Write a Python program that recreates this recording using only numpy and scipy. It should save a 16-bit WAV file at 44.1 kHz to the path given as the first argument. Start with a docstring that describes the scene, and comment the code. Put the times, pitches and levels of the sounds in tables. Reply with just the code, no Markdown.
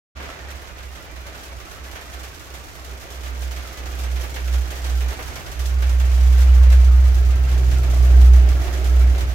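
"""Rain on a sheet roof, vehicle approaching

Heard from a walled corner under the eaves. Fine drops merge into a wash, heavy drips splat,
the sheet rings briefly, and the bare walls add a short tail. A vehicle draws near outside:
its deep exhaust note booms in the corner, then its road roar comes through."""
import sys
import numpy as np
from scipy import signal
from scipy.fft import rfft, irfft, next_fast_len
from scipy.io import wavfile
from scipy.ndimage import uniform_filter1d, minimum_filter1d

SR = 44100
rng = np.random.default_rng(int(sys.argv[2]) if len(sys.argv) > 2 else 0)


def write(x):
    x = np.atleast_2d(x).T
    wavfile.write(sys.argv[1], SR, np.round(np.clip(x, -1, 1) * 32767).astype(np.int16))


N = 411894


# roof wash spectrum: f/Hz, density/dB
WASH_SPECTRUM = [(60, -29), (130, 0), (210, -2), (260, -1), (400, -1), (520, 1.5), (700, 1.5), (980, -2),
                 (1350, 0.5), (2300, -3), (3500, -9), (6500, -14), (9500, -28.5), (15800, -41)]

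def wash(body_db, level_db=2):
    """Countless fine drops all over the roof merge."""
    drops = shower(per_s=900, spread_db=2)
    patter = unit_rms(spatter(drops, t60_s=0.021, tail_t60_s=0.19, tail_db=-7, grain_db=2))
    return gain(body_db + level_db) * at_ears(patter, WASH_SPECTRUM)


# heaviest drips, close by: t/s, spray/dB, splat/dB
HEAVY_DRIPS = [(0.225, -46, -43), (0.504, -42, -41), (0.782, -49, -41), (1.266, -43, -40),
               (1.433, -42.5, -54), (1.914, -41.5, -44), (1.954, -44, -36.5), (2.133, -41, -40.5),
               (2.235, -43.5, -43.5), (2.54, -41.5, -40.5), (3.259, -44, -38), (3.51, -39, -39),
               (4.035, -39.5, -36.5), (4.161, -43, -35.5), (4.21, -37, -45), (4.36, -45, -32.5),
               (4.537, -36.5, -37), (4.705, -37.5, -37.5), (4.843, -36.5, -37.5), (4.865, -41, -48),
               (5.106, -40, -37), (5.356, -37, -37), (5.593, -37, -37.5), (5.657, -34, -50),
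               (5.821, -38.5, -32.5), (5.893, -38, -41), (5.998, -37.5, -37), (6.378, -39, -38),
               (6.405, -36.5, -50), (6.701, -37, -36), (6.721, -38.5, -36), (7.144, -38.5, -51),
               (8.213, -41, -49), (8.359, -41, -41), (8.666, -43, -36), (9.181, -38, -37),
               (9.207, -37, -38)]
# spectra of the spray and of the slap on the sheet: f/Hz, density/dB
SPRAY_SPECTRUM = [(600, -23), (1500, -7.5), (2300, -6), (3200, 1.5), (4300, -1.5), (6300, 0), (7400, -3),
                  (8200, -4.5), (9600, -8), (12500, -6), (14500, -9.5), (15800, -14)]
SPLAT_SPECTRUM = [(200, -24), (450, 1), (700, 1), (980, -3.5), (1400, 1.5), (2200, -1), (3100, -4.5),
                  (4500, -11), (9000, -30)]

def drips(lesser_rows, spray_db=0.4, splat_db=0.5):
    """Each drip, heavy or lesser, throws bright spray and slaps the sheet as it spreads."""
    rows = np.vstack([HEAVY_DRIPS, lesser_rows])
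    spray_hits, splat_hits = impulses(rows[:, [0, 1]]), impulses(rows[:, [0, 2]])
    spray = spatter(spray_hits, t60_s=0.2, tail_t60_s=0.11, tail_db=-5.5, grain_db=-1)
    splat = spatter(splat_hits, t60_s=0.23, tail_t60_s=0.41, tail_db=-4, grain_db=2.5, rise_s=0.0064)
    return (gain(spray_db) * at_ears(spray, SPRAY_SPECTRUM)
            + gain(splat_db) * at_ears(splat, SPLAT_SPECTRUM))


def lesser_drips(body_db, spray_db, per_s=7, jitter_s=0.065, spread_db=2.5, count=100):
    """The eaves drip unevenly, as strongly as it rains. Returns rows of t/s, spray/dB, splat/dB."""
    late, spray, splat = rng.uniform(-1, 1, (count, 3)).T
    t = np.arange(count) / per_s + jitter_s * late
    at = np.clip(t * SR, 0, N - 1).astype(int)
    rows = np.transpose([t, spray_db[at] + 2 + spread_db * spray, body_db[at] + 0.7 + spread_db * splat])
    return rows[t < N / SR]


def splashes(spray_db, level_db=-1.5):
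    """Water running off the eaves breaks on the ground in many small splashes."""
    drops = shower(per_s=200, spread_db=4.5)
    bursts = unit_rms(spatter(drops, t60_s=0.1, tail_t60_s=0.36, tail_db=-5, grain_db=0.5))
    return gain(spray_db + level_db) * at_ears(bursts, SPRAY_SPECTRUM)


# blunt drops: t/s, level/dB
KNOCK_HITS = [(0.199, -29), (0.234, -29), (1.265, -48), (1.929, -30), (1.979, -32), (4.234, -21),
              (4.364, -38), (4.719, -24), (5.107, -28), (5.189, -20.5), (5.206, -34), (6.399, -30)]
# their thud: f/Hz, density/dB
KNOCK_SPECTRUM = [(150, -23), (400, 1), (700, -5.5), (1000, -7), (1500, -6.5), (2500, -7.5), (3500, -20),
                  (6000, -27)]

def knocks(level_db=-8):
    """Big drops thud on the damped sheet."""
    hits = impulses(KNOCK_HITS)
    thuds = spatter(hits, t60_s=0.16, tail_t60_s=0.35, tail_db=-11, grain_db=1.5, rise_s=0.006)
    return gain(level_db) * at_ears(thuds, KNOCK_SPECTRUM)


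def pings(body_db, level_db=-7, low_hz=1080, high_hz=3000, t60_s=0.12, rise_s=0.0027, count=1800):
    """Each patch of the sheet rings briefly at its own pitch when a drop hits it."""
    t = np.arange(SR // 12) / SR
    out = np.zeros((2, N + len(t)))
    envelope = gain(-60 * t / t60_s) * (1 - np.exp(-t / rise_s))
    for when, patch, size, left_phase, right_phase in rng.random((count, 5)):
        hz = low_hz * (high_hz / low_hz) ** patch
        ring = np.sin(2 * np.pi * (hz * t + np.array([[left_phase], [right_phase]])))
        at = int(when * N)
        out[:, at:at + len(t)] += size ** 2 * envelope * ring / np.sqrt(hz)
    return gain(body_db + level_db) * unit_rms(out[:, :N]) * gain([[-1], [1]])


def ticks(spray_db, level_db=-13):
    """Stray droplets land beside the listener as tiny, very bright ticks."""
    clicks = unit_rms(np.array([shower(per_s=140, spread_db=7.5) for ear in range(2)]))
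    spectrum = [(2000, -30), (7000, -14), (9500, -2), (12500, -3), (15800, 2)]
    return gain(spray_db + level_db) * at_ears(clicks, spectrum)


# engine firing rate: t/s, f/Hz
FIRING_RATE = [(0, 68.2), (.6, 66.8), (1.4, 61.2), (1.8, 63.6), (4.3, 62.42), (7.0, 63.32), (8.0, 62.26),
               (8.4, 62.58), (9.2, 62.33)]
# exhaust fundamental in the corner: t/s, level/dB
BOOM_LEVEL = [(0, -38.5), (1.5, -41.5), (3.05, -41.5), (3.44, -24), (3.68, -38), (4.14, -20), (4.3, -33.5),
              (4.57, -15.5), (4.73, -31), (4.97, -18), (5.1, -21), (5.17, -41.5), (5.53, -36.5),
              (5.61, -22.5), (5.8, -16.5), (6.72, -7), (7.42, -15.5), (7.95, -14.5), (8.2, -5.5),
              (8.35, -6.5), (8.58, -15), (8.65, -24.5), (9.03, -9.5), (9.3, -23.5)]
# exhaust overtones: harmonic number, relative level/dB
GROWL_HARMONICS = [(3, -16.5), (4, -20), (5, -18), (6, -15), (9, -20), (10, -20), (11, -15.5)]

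def exhaust(roar_db, octave_db, flutter_db=0.43, flicker_db=4.5, sway_rad=0.12, waver_rad=0.64,
            throb_hz=2.95, throb_db=-43, throb_peak_s=0.18):
    """A nearly pure, fluttering firing note; its weak overtones waver on their way round the walls."""
    (firing_hz,), (boom_db,) = curves(FIRING_RATE), curves(BOOM_LEVEL)
    phase = 2 * np.pi * np.cumsum(firing_hz) / SR
    # constant depth: plain only while the vehicle is far
    throb = gain(throb_db) * np.cos(2 * np.pi * throb_hz * (np.arange(N) / SR - throb_peak_s))
    amplitude = gain(boom_db - 0.3 + flutter_db * drift(top_hz=21.63)) + throb
    # standing wave in the corner: leans right when faint, nears the centre as it swells
    balance_db = np.interp(boom_db, [-21.5, -6.5], [-4.5, -1.5])
    pan = gain(np.array([balance_db, -balance_db]) / 2)
    boom = amplitude * pan * np.sin(phase + sway_rad * drift(top_hz=12))
    octave = gain(octave_db - 2) * np.sin(2 * phase + waver_rad * drift())
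    growl = np.zeros(N)
    for harmonic, relative_db in GROWL_HARMONICS:
        level = gain(roar_db + 1 + relative_db + flicker_db * drift())
        growl += level * np.sin(harmonic * phase + waver_rad * drift())
    return np.sqrt(2) * (boom + octave + growl * gain([[-2], [2]]))


# spectra of far traffic in the corner's low resonance and of road roar: f/Hz, density/dB
RUMBLE_SPECTRUM = [(12, -19), (22, -12), (35, -8), (47, -2), (62, 0), (79, -1), (93, -6), (112, -12),
                   (140, -18), (200, -31), (400, -60)]
ROAR_SPECTRUM = [(90, -6.5), (180, -13), (215, -18), (250, -3.5), (320, 1), (400, 0.5), (520, -8.5),
                 (620, -4.5), (710, -4.5), (760, -4), (950, -17), (2000, -39)]

def road(rumble_db, roar_db, swell_band_hz=(39, 76)):
    """Traffic rumble over a deep swell, and the roar that grows as the vehicle nears."""
    rumble = gain(rumble_db) * at_ears(white(), RUMBLE_SPECTRUM)
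    # the longest waves reach both ears in phase
    band = signal.butter(2, swell_band_hz, "bandpass", fs=SR, output="sos")
    deep = unit_rms(signal.sosfilt(band, white()[0]))
    swell = gain(rumble_db) * deep * gain([[-6], [-2]])
    roar = gain(roar_db) * at_ears(white(), ROAR_SPECTRUM)
    return rumble + swell + roar


# near walls: nominal delay/ms, level/dB
WALL_ECHOES = [(2.9, -23), (7.1, -23), (13.3, -21), (21.7, -20), (34, -20)]

def corner(rain):
    """Near walls return the rain a moment later, differently at each ear, and comb its colour."""
    out = rain.copy()
    for delay_ms, level_db in WALL_ECHOES:
        for ear in range(2):
            lag = int(delay_ms * rng.uniform(0.85, 1.15) * SR / 1000) + 1
            out[ear, lag:] += gain(level_db) * rain[ear, :-lag]
    return out


# likeness of the ears: f/Hz, correlation (clipped to +-1 in use)
EAR_CORRELATION = [(60, 0), (160, 1.5), (220, 0.4), (420, 0.9), (680, 0.23), (900, 0.17), (1300, -0.34),
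                   (2300, 0.17), (3400, -0.18), (5000, -0.04), (15000, 0)]
# balance: f/Hz, left minus right/dB
EAR_BALANCE = [(60, -4.5), (130, -6), (300, -6), (500, -0.5), (700, -4), (1400, -2.5), (3000, -2),
               (4500, -3), (6500, -5), (7900, 1), (9000, 2), (11500, -6.5), (15000, -6)]

def at_ears(pair, spectrum):
    """Colours two independent white signals and sets their correlation and balance."""
    size = next_fast_len(N + 4096)
    hz = np.fft.rfftfreq(size, 1 / SR)
    shared, separate = rfft(pair, size)
    correlation = np.clip(log_interp(EAR_CORRELATION, hz), -1, 1)
    balance_db = log_interp(EAR_BALANCE, hz)
    left = shared * gain(balance_db / 2)
    right = (correlation * shared + np.sqrt(1 - correlation ** 2) * separate) * gain(-balance_db / 2)
    colour = unit_rms(gain(log_interp(spectrum, hz)))
    return irfft(np.array([left, right]) * colour, size)[:, :N]


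def spatter(hits, t60_s, tail_t60_s, tail_db, grain_db, rise_s=0):
    """Each hit bursts into droplets that die fast; the walls add a smooth tail."""
    t = np.arange(SR // 2) / SR
    rise = np.minimum((t + 1 / SR) / (rise_s + 1 / SR), 1)

    def envelope(decay_s):
        power = signal.oaconvolve(hits ** 2, rise * gain(-60 * t / decay_s) ** 2)[:N]
        return np.sqrt(np.abs(power))

    noise = white()
    grains = np.minimum(rng.exponential(1, N // 6 + 1), 5)
    droplets = unit_rms(noise * gain(grain_db * np.repeat(grains, 6)[:N]))
    return envelope(t60_s) * droplets + gain(tail_db) * envelope(tail_t60_s) * white()


def shower(per_s, spread_db):
    """Drops at random moments: many small, a few large."""
    return (rng.random(N) < per_s / SR) * gain(spread_db * np.minimum(rng.exponential(1, N), 3))


def impulses(rows):
    """One impulse per row of t/s, level/dB."""
    hits = np.zeros(N)
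    for t, level_db in rows:
        hits[int(np.clip(t * SR, 0, N - 1))] += gain(level_db)
    return hits


def drift(top_hz=7):
    """Slow random wander, rms 1."""
    t = np.arange(N) / SR
    cycles = np.geomspace(1, top_hz, 10) * t[::256, None] + rng.random(10)
    return np.interp(t, t[::256], unit_rms(np.sin(2 * np.pi * cycles).sum(1)))


def white():
    """White noise for each ear."""
    return rng.standard_normal((2, N))


def curves(rows):
    """Each column of a time table at every sample."""
    t, *columns = np.transpose(rows)
    return [np.interp(np.arange(N) / SR, t, column) for column in columns]


def log_interp(rows, hz):
    """Interpolates on a log-frequency axis."""
    row_hz, value = np.transpose(rows)
    return np.interp(np.log(hz + 1), np.log(row_hz + 1), value)


def gain(db):
    """Decibels to amplitude."""
    return 10 ** (np.asarray(db) / 20)


def unit_rms(x):
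    """Scales to rms 1."""
    return x / np.sqrt(np.mean(x ** 2) + 1e-20)


# rain strength: t/s, body/dB, spray/dB
RAIN_LEVELS = [(0.16, -39, -52), (0.7, -45.5, -50), (1.3, -43.5, -47), (2.7, -46, -47), (3.7, -42, -43),
               (4.3, -43, -43.5), (5.3, -40.5, -42.5), (5.7, -43.5, -45), (6.55, -39, -41.5),
               (7.05, -42, -44.5), (7.7, -40.5, -42), (8.7, -39.5, -41), (9.34, -41.5, -45)]
# vehicle approach: t/s, rumble/dB, road roar/dB, exhaust octave/dB
VEHICLE_LEVELS = [(0, -44.5, -58, -72), (2.8, -45, -51, -72), (4.3, -40.5, -48.5, -52),
                  (5.5, -39.5, -47.5, -47.5), (6.3, -31.5, -48, -40), (7.1, -29, -46.5, -43),
                  (7.6, -30, -40.5, -30), (8.35, -26.5, -38, -33), (8.85, -33.5, -38, -50),
                  (9.34, -29.5, -41.5, -41)]

def scene():
    """Rain all round, traffic beyond the wall."""
    body_db, spray_db = curves(RAIN_LEVELS)
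    rumble_db, roar_db, octave_db = curves(VEHICLE_LEVELS)
    lesser_rows = lesser_drips(body_db, spray_db)
    rain = wash(body_db) + pings(body_db) + splashes(spray_db) + drips(lesser_rows) + knocks()
    return corner(rain) + ticks(spray_db) + exhaust(roar_db, octave_db) + road(rumble_db, roar_db)


def record(dry, silence_s=0.15, fade_s=0.025, ceiling=0.86, cutoff_hz=15900):
    """Brief silence and fade-in, a gentle peak limiter, then a low-pass."""
    fade_in = np.clip((np.arange(N) / SR - silence_s) / fade_s, 0, 1)
    needed_gain = ceiling / np.maximum(np.abs(dry).max(0), ceiling)
    limiter = uniform_filter1d(minimum_filter1d(needed_gain, size=2048), size=2048)
    lowpass = signal.firwin(511, cutoff_hz, window=("kaiser", 9), fs=SR)
    return signal.oaconvolve(dry * fade_in * limiter, lowpass[None], "same")


dry = scene()
out = record(dry)
write(out)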